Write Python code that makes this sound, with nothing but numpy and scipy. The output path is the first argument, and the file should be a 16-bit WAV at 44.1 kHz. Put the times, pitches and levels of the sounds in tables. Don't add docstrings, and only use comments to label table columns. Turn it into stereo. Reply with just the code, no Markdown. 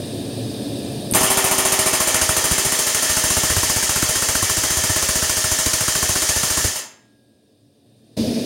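import sys
import numpy as np
from scipy import signal
from scipy.fft import rfft, irfft, next_fast_len
from scipy.io import wavfile
from scipy.ndimage import uniform_filter1d, map_coordinates

SR = 44100
rng = np.random.default_rng(int(sys.argv[2]) if len(sys.argv) > 2 else 0)


def elevation(decibels):
    levels = np.asarray(decibels, float)
    return 10 ** (levels / 20)


def file_out(sig):
    cols = np.atleast_2d(sig).T
    lim = np.clip(cols, -1, 1)
    pcm = np.round(lim * 32767).astype(np.int16)
    wavfile.write(sys.argv[1], SR, pcm)


N = 372644
LEAD_S = 21 / SR


def unit(x):
    return x / np.sqrt(np.mean(x ** 2) + 1e-20)


def along(points, hz):
    f, v = np.transpose(points)
    return np.interp(np.log(hz + 1), np.log(f + 1), v)


def over_time(points, **ends):
    return np.interp(np.arange(N) / SR, *np.transpose(points), **ends)


def filtered(x, response):
    m = next_fast_len(N + 8192)
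    return irfft(rfft(x, m) * response(np.fft.rfftfreq(m, 1 / SR)), m)[..., :N]


def rush(spectrum, alike, patchy_db):
    z = signal.stft(rng.standard_normal((2, N)), nperseg=512)[2]
    field = uniform_filter1d(rng.standard_normal(z.shape[1:]), size=4, axis=0)
    field = uniform_filter1d(field, size=8, axis=1)
    pair = signal.istft(z * elevation(patchy_db * unit(field)), nperseg=512)[1][:, :N]

    def colour(hz):
        turn = np.arccos(np.clip(along(alike, hz), -1, 1)) / 2
        return elevation(along(spectrum, hz)) * [np.cos(turn), np.sin(turn)]

    def late(hz):
        return np.exp(-2j * np.pi * hz * LEAD_S * np.array([[0], [1]]))

    mid, side = filtered(pair, colour)
    return unit(filtered(np.array([mid + side, mid - side]), late))


def modal(x, depth_db, spacing_hz):
    knots = rng.standard_normal(int(SR / 2 / spacing_hz) + 4)
    return unit(filtered(x, lambda hz: elevation(depth_db * map_coordinates(knots, [hz / spacing_hz]))))


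def bumps(peaks, base):
    return lambda hz: base + sum(elevation(db) * w / np.hypot(w, 2 * (hz - c)) for c, w, db in peaks)


def spikes(s, size):
    at = np.round(s * SR).astype(int)
    return np.array([np.bincount(at, row, N) for row in np.atleast_2d(size)])


def dying(s, db, t60, rise):
    struck = spikes(s, elevation(2 * db) * np.ones((2, 1)))
    power = signal.lfilter([1], [1, -elevation(-120 / (t60 * SR))], struck)
    lag = np.exp(-1 / (np.array(rise) * SR))
    return np.sqrt([signal.lfilter([1 - k], [1, -k], p) for k, p in zip(lag, power)])


def mode(s, size, hz, t60):
    r = elevation(-60 / (t60 * SR))
    w = 2 * np.pi * hz / SR
    return signal.lfilter([np.sin(w)], [1, -2 * r * np.cos(w), r * r], spikes(s, size))


# start_s, crack_db, puff_db, knock_db, ringing_db (relative)
ODD_STROKES = [
    (1.1361, -5, -43, -28, -12.5),
    (1.147, -24.5, -42, -24, 2.5),
    (1.207, -21.5, -38, -22, -4),
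    (6.7567, -28, -53, -39.5, -5),
]
# time_s, blows so far [count]
PACE = [(1.2318, 0), (1.8598, 9), (2.214, 14), (2.4405, 17), (2.7887, 22), (3.0232, 25), (3.2377, 28),
        (3.3664, 30), (3.564, 33), (4.3507, 45), (4.5672, 48), (4.8361, 52), (4.8949, 53), (5.087, 56),
        (5.2217, 58), (6.0244, 69), (6.2189, 72), (6.642, 78)]
FIRST_BLOW_S = PACE[0][0]
# time_s, lean_db
LEAN = [(1.23, -11.5), (1.95, -9), (2.2, 1), (2.68, -5.5), (2.74, -7), (3.04, -10.5), (3.12, -1.5),
        (3.58, 2.5), (3.7, 0.5), (4.6, 1), (5.3, 0), (6.3, 0), (6.65, 1)]
# time_s, extra_db
SQUARE_PUFFS = [(2.51, 10), (2.58, -0.5), (2.65, 6.5), (3.17, 2.5), (3.5, 4), (3.56, 4.5), (4.02, 4),
                (4.57, 4), (5.09, -0.5), (5.66, 4.5), (5.95, 2.5), (6.36, 3), (6.64, 6.5)]
# crack_db, puff_db, knock_db
SCATTER_DB = [3.2, 1.5, 1.13]


def strokes():
    steady_crack_db, steady_puff_db, steady_knock_db = -12, -31.5, -21
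    knock_leans = 0.9
    at, number = np.transpose(PACE)
    s = np.interp(np.arange(number[-1] + 1), number, at)
    lean_db = np.interp(s, *np.transpose(LEAN))
    crack, puff, knock = (rng.standard_normal((len(s), 3)) * SCATTER_DB).T
    for when, extra_db in SQUARE_PUFFS:
        puff[np.argmin(np.abs(s - when))] = extra_db
    crack_db = steady_crack_db + crack
    puff_db = steady_puff_db + lean_db + puff
    knock_db = steady_knock_db + knock_leans * lean_db + knock
    return np.hstack([[s, crack_db, puff_db, knock_db, 0 * s], np.transpose(ODD_STROKES)])


def hammer(s, crack_db, knock_db, ring_db):
    blow = crack(s, crack_db) + knock(s, knock_db)
    return blow + shank(s, ring_db) + frame(s, ring_db) + tool(s, ring_db) + sheen(s, ring_db)


# freq_hz, density_db (per Hz)
CRACK = [(1000, -37.5), (2200, -6), (4000, -7.5), (7000, -0.5), (9200, -9.5), (11000, -11.5),
         (16000, -21.5)]


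def crack(s, db):
    envelope = dying(s, db + [[-3], [-11]], t60=.05, rise=[.0007, .0012])
    return envelope * rush(CRACK, [(1000, .6)], patchy_db=.8)


# freq_hz, density_db (per Hz)
KNOCK = [(150, -16.5), (350, 4.5), (1000, 12.5), (1500, 23.5), (2000, -17), (2800, 14), (5000, -59)]


def knock(s, db):
    envelope = dying(s + 0.00096, db + [[1.5], [-1.5]], t60=0.027, rise=[.0015, .0015])
    return envelope * rush(KNOCK, [(1000, 0.43)], patchy_db=2.5) + die(s + 0.001996, db + 6.5)


# freq_hz, level_db, t60_s
THUD = [(295, 0, 0.027), (1102, -3.5, 0.029), (1350, -3, 0.022), (1543, -6, 0.019)]


def die(s, db):
    jitter = .0004 * np.abs(rng.standard_normal((len(s), 3)))
    contacts = (s[:, None] + [0, .0014, .0027] + jitter).ravel()
    scatter_db = 2.8 * rng.standard_normal((len(s), 3))
    size = elevation(db[:, None] + [-5, -1.5, -3] + scatter_db).ravel()
    left = sum(mode(contacts, size * elevation(level_db), hz, t60)[0] for hz, level_db, t60 in THUD)
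    return np.array([left, elevation(-17.5) * np.roll(left, round(LEAD_S * SR))])


def hardening(s, hot_db, hard_db):
    return hard_db + (hot_db - hard_db) * np.exp(-(s - FIRST_BLOW_S) / 2.4)


def muffling(s):
    return -2.5 * np.exp(-(s - FIRST_BLOW_S) / 0.41)


# freq_hz, density_db (per Hz)
CLANG = [(2470, -29.5), (4200, -3), (5140, 6), (5570, -8.5), (6290, 8), (6850, 4), (7410, 13), (8200, -18),
         (10700, -23), (18000, -120)]
# freq_hz, level_db
STEEL = [(629.8, -33.5), (1061, -49), (1330, -53.5), (1836, -46.5), (2363, -59), (2864, -36), (3208, -61),
         (3811, -38), (4021, -57.5), (4307, -61.5), (4667, -36),
         (5044, -47), (5211, -35.5), (5335, -37.5), (5819, -41.5), (6083, -29.5), (6191, -61.5),
        (6525, -45.5), (6977, -30), (7176, -39), (7531, -32.5), (7580, -26), (8780, -24), (9437, -37)]


def tool(s, ring_db):
    db = hardening(s, -25, -27) + ring_db + muffling(s)
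    envelope = dying(s, db + [[4], [5]], t60=.38, rise=[.005, .016])
    out = envelope * modal(rush(CLANG, [(1000, .3)], patchy_db=.6), 3.5, 22)
    for hz, level_db in STEEL:
        scatter_db = 0.9 * rng.standard_normal((len(s), 2)).T
        size = elevation(db + level_db + 26 + scatter_db)
        out = out + mode(s, size, hz, t60=.32 * (1000 / hz) ** .2)
    return out


# freq_hz, density_db (per Hz)
PLATE = [(88, -29.5), (150, -14), (297, -4), (371, -3), (512, -2), (631, 2.5), (756, -2), (1210, -0.5),
         (1320, -0.5), (1600, -9), (1790, 0.5), (2270, -5), (3220, -2.5), (3550, -7.5), (4200, -15),
         (5460, -34), (9240, -120)]
# freq_hz, level_db, t60_s
BEAM = [(1640, -52, 1.7), (1380, -56, 1.3), (880, -49, .75), (5290, -46, .7), (5345, -47, .6),
        (3300, -48, .7)]


def frame(s, ring_db):
    db = hardening(s, -23.5, -31.5) + ring_db + muffling(s) / 2
    envelope = dying(s, db + [[6], [7]], t60=.5, rise=[.005, .014])
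    out = envelope * modal(rush(PLATE, [(600, .5), (3000, .3)], patchy_db=.8), 3.5, 18)
    for hz, level_db, t60 in BEAM:
        out = out + mode(s, elevation(db + level_db + 30) * [[1], [.8]], hz, t60)
    return out


# freq_hz, density_db (per Hz)
BOOM = [(88, -37), (150, -23.5), (355, -7.5), (388, -6.5), (437, -39), (588, -7), (624, -26), (683, -3.5),
        (1080, -5), (1600, -15.5), (2080, -46), (3520, -120)]
# freq_hz, level_db
SHANK = [(388, -40), (635, -41.5), (790, -47), (867, -42.5), (950, -43.5), (1071, -45.5), (1180, -44),
         (1324, -53), (2358, -47.5)]


def shank(s, ring_db):
    long_db, short_db, shorten_s = -27, -41, 1.24
    length = np.exp(-((s - FIRST_BLOW_S) / shorten_s) ** 2)
    db = short_db + (long_db - short_db) * length + ring_db
    swell = dying(s, db + 2.5, t60=.62, rise=[.0015, .0015])
    slap = dying(s, db + 1.5, t60=0.082, rise=[.001, .002])
    jolt = mode(s + .003, elevation(db + 8), hz=172, t60=0.042)
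    out = jolt + (swell + slap) * modal(rush(BOOM, [(1000, .5)], patchy_db=.8), 3, 18)
    for hz, level_db in SHANK:
        out = out + mode(s, elevation(db + level_db + 42) * [[1], [.9]], hz, t60=.45)
    return out


# freq_hz, density_db (per Hz)
SHEEN = [(6000, -36.5), (8200, -9), (8600, -4), (9200, 1), (10200, -6), (11300, -5), (12500, -13),
         (15000, -15.5), (16000, -27)]


def sheen(s, ring_db):
    db = hardening(s, -17.5, -27) + ring_db
    envelope = dying(s, db + [[4], [5]], t60=.26, rise=[.0015, .005])
    return envelope * modal(rush(SHEEN, [(1000, .2)], patchy_db=1.2), 2.5, 30)


def exhaust(s, puff_db, blast_db):
    return puff(s, puff_db) + rasp(s, blast_db) + outlet_hiss()


# freq_hz, density_db (per Hz)
PUFF = [(20, -35), (45, -18), (80, 8), (200, -8.5), (500, -11), (1500, -34.5), (3000, -49)]


def puff(s, db):
    chance = rng.standard_normal((len(s), 2)).T
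    tilt_db = 2.2 * chance[0] * np.array([[1], [-1]]) + [[.5], [-.5]]
    push = mode(s + 0.0032, -elevation(db + 16.0 + tilt_db[0]), hz=60.6, t60=0.055)
    late_s = .005 + .004 * np.abs(chance[1])
    late_push = mode(s + late_s, -elevation(db + 19.5 + tilt_db[1]), hz=64, t60=0.019)
    envelope = dying(s + .003, db + [[7], [10]] + tilt_db, t60=.08, rise=[.003, .012])
    return np.vstack([push, late_push]) + envelope * rush(PUFF, [(100, .1)], patchy_db=1.2)


# freq_hz, density_db (per Hz)
RASP = [(8000, -40), (10500, -13), (12000, 2), (14000, 8.5), (16000, -1.5)]


def rasp(s, blast_db):
    harsh_db = 2.5 * np.exp(-(s - FIRST_BLOW_S) / .5)
    envelope = dying(s, -27 + harsh_db + blast_db + [[1], [-1]], t60=.17, rise=[.0006, .002])
    return envelope * rush(RASP, [(1000, .3)], patchy_db=0.0)


# time_s, level_db
AIR = [
    (1.13, -62),
    (1.15, -24),
    (1.3, -25),
    (2.9, -22),
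    (3.2, -20),
    (4, -22),
    (6.66, -21),
    (6.79, -28),
    (7.1, -94.5),
]
# freq_hz, density_db (per Hz)
JET = [(590, -33), (1000, -34.5), (1790, -1), (2280, -22), (3210, -3), (3600, -9.5), (6310, -3),
       (8300, -5.5), (9100, -4.5), (12000, -11.5), (15400, -17.5)]


def outlet_hiss():
    return elevation(over_time(AIR, right=-120)) * modal(rush(JET, [(1000, 0.08)], patchy_db=-0.37), 2.2, 40)


# start_s, spit_db, thud_db
VALVE = [
    (1.1118, -8, -34.5),
    (1.1152, -23.5, -39),
    (1.1228, -9, -4),
    (1.126, -11, -11),
]


def valve():
    s, spit_db, thud_db = np.transpose(VALVE)
    envelope = dying(s, spit_db + [[-3], [-11]], t60=0.016, rise=[.0004, .0004])
    spit = envelope * rush(SHEEN, [(1000, .5)], patchy_db=.5)
    return spit + mode(s, elevation(thud_db + [[-1.5], [-6]]), hz=230, t60=0.017)


def wobble(rate):
    return map_coordinates(rng.standard_normal(int(N * rate / SR) + 4), [np.arange(N) * rate / SR])


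CUT_S = 8.166
# freq_hz, density_db (per Hz)
ROAR = [(18, -68), (30, -28), (119, 0.5), (170, -7.5), (273, -2.5), (312, -5.5), (493, -10), (571, -7),
        (832, -17), (1500, -32.5), (1950, -73), (3300, -120)]
# freq_hz, density_db (per Hz)
ROAR_NEAR = [(18, -68), (30, -31), (133, -12), (170, -20), (221, -2), (373, -18.5), (412, -14.5),
             (620, -13), (779, -27.5), (1500, -50), (1950, -76), (3300, -120)]
# freq_hz, likeness [0-1]
ROAR_ALIKE = [(60, 0.86), (130, 1), (290, 0.9), (640, 0.56), (1400, 0.14)]
# freq_hz, width_hz, gain_db
FLUE = [(115, 9.3, 3), (213, 18, 3.5), (285, 6.3, 6), (364, 26, -0.5), (440, 8.7, 6), (550, 22, 0.5),
        (694, 24, 2.5)]
# freq_hz, density_db (per Hz)
HISS = [(590, -29.5), (1000, -7), (1410, -13), (1660, -6.5), (2240, -14), (2480, -7), (2690, -5.5),
        (3750, -5), (6740, -11.5), (8980, -6.5), (15600, -15.5)]
# freq_hz, density_db (per Hz)
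HISS_NEAR = [(590, -47), (1000, -20.5), (1460, -15.5), (2260, -13.5), (2480, -10), (2880, -9.5),
             (3710, -9.5), (5000, -8), (7650, -15.5), (10800, -13.5), (15600, -23)]
# freq_hz, width_hz, gain_db
NOZZLE = [(1720, 160, -10), (2400, 86, -5), (3680, 260, -1), (4600, 100, -4.5), (5070, 40, 2),
          (8130, 85, -3), (8900, 69, 1), (9700, 180, -5), (11870, 130, -14.5), (13600, 110, -6.5)]
# time_s, gain_db
GAIN = [
    (1.12, 2),
    (1.3, -8),
    (2.2, -15.5),
    (6.7, -28),
    (7.7, -28),
    (8.16, -23),
]


def burner():
    far_db, near_db, sag_db_per_s, rise_s = -28.5, -21, -7.5, 0.0048
    t = np.arange(N) / SR
    is_far = t < CUT_S
    since = np.maximum(t - CUT_S, 1e-9)
    near_db = near_db + sag_db_per_s * since + 20 * np.log10(1 - np.exp(-since / rise_s))
    roar_db = np.where(is_far, far_db + over_time(GAIN), near_db)
    hiss_db = roar_db + np.where(is_far, -12.5, -13)
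    roar_far = unit(filtered(rush(ROAR, ROAR_ALIKE, patchy_db=-0.2), bumps(FLUE, 0.68)))
    roar_near = rush(ROAR_NEAR, ROAR_ALIKE, patchy_db=2.0)
    hiss_far = unit(filtered(rush(HISS, [(1000, 0.13)], patchy_db=1.0), bumps(NOZZLE, 0.26)))
    hiss_near = unit(filtered(rush(HISS_NEAR, [(1000, 0.17)], patchy_db=.5), bumps(NOZZLE, .5)))
    flicker_db = 0.2 * wobble(25)
    roar = elevation(roar_db + flicker_db + [[1.7], [.3]]) * np.where(is_far, roar_far, roar_near)
    hiss = elevation(hiss_db + .3 * flicker_db + [[2.5], [3.5]]) * np.where(is_far, hiss_far, hiss_near)
    return roar + hiss


def scene():
    s, crack_db, puff_db, knock_db, ring_db = strokes()
    return hammer(s, crack_db, knock_db, ring_db) + exhaust(s, puff_db, ring_db) + valve() + burner()


def top_cut(x):
    return signal.sosfilt(signal.butter(12, 16340, fs=SR, output="sos"), x)


# freq_hz, left_minus_right_db
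PORTS = [(100, 1), (1500, -1.5), (3400, -5), (4700, -11), (6600, -12.5), (7300, -6.5), (8250, 4),
         (8900, 5.5), (9600, 9), (10400, -4), (13400, 1), (15500, -13.5)]


def record(dry):
    def port(hz):
        bass_cut = (1j * hz / (35 + 1j * hz)) ** 2
        return elevation(along(PORTS, hz) / 2 * np.array([[1], [-1]])) * bass_cut

    x = filtered(dry, port)
    x = x + elevation(-77) * rng.standard_normal(x.shape)
    x = x / (1 + np.abs(x / 1.05) ** 6) ** (1 / 6)
    mix = filtered(x, lambda hz: hz < 15850)
    return top_cut(mix)


dry = scene()
out = record(dry)
file_out(out)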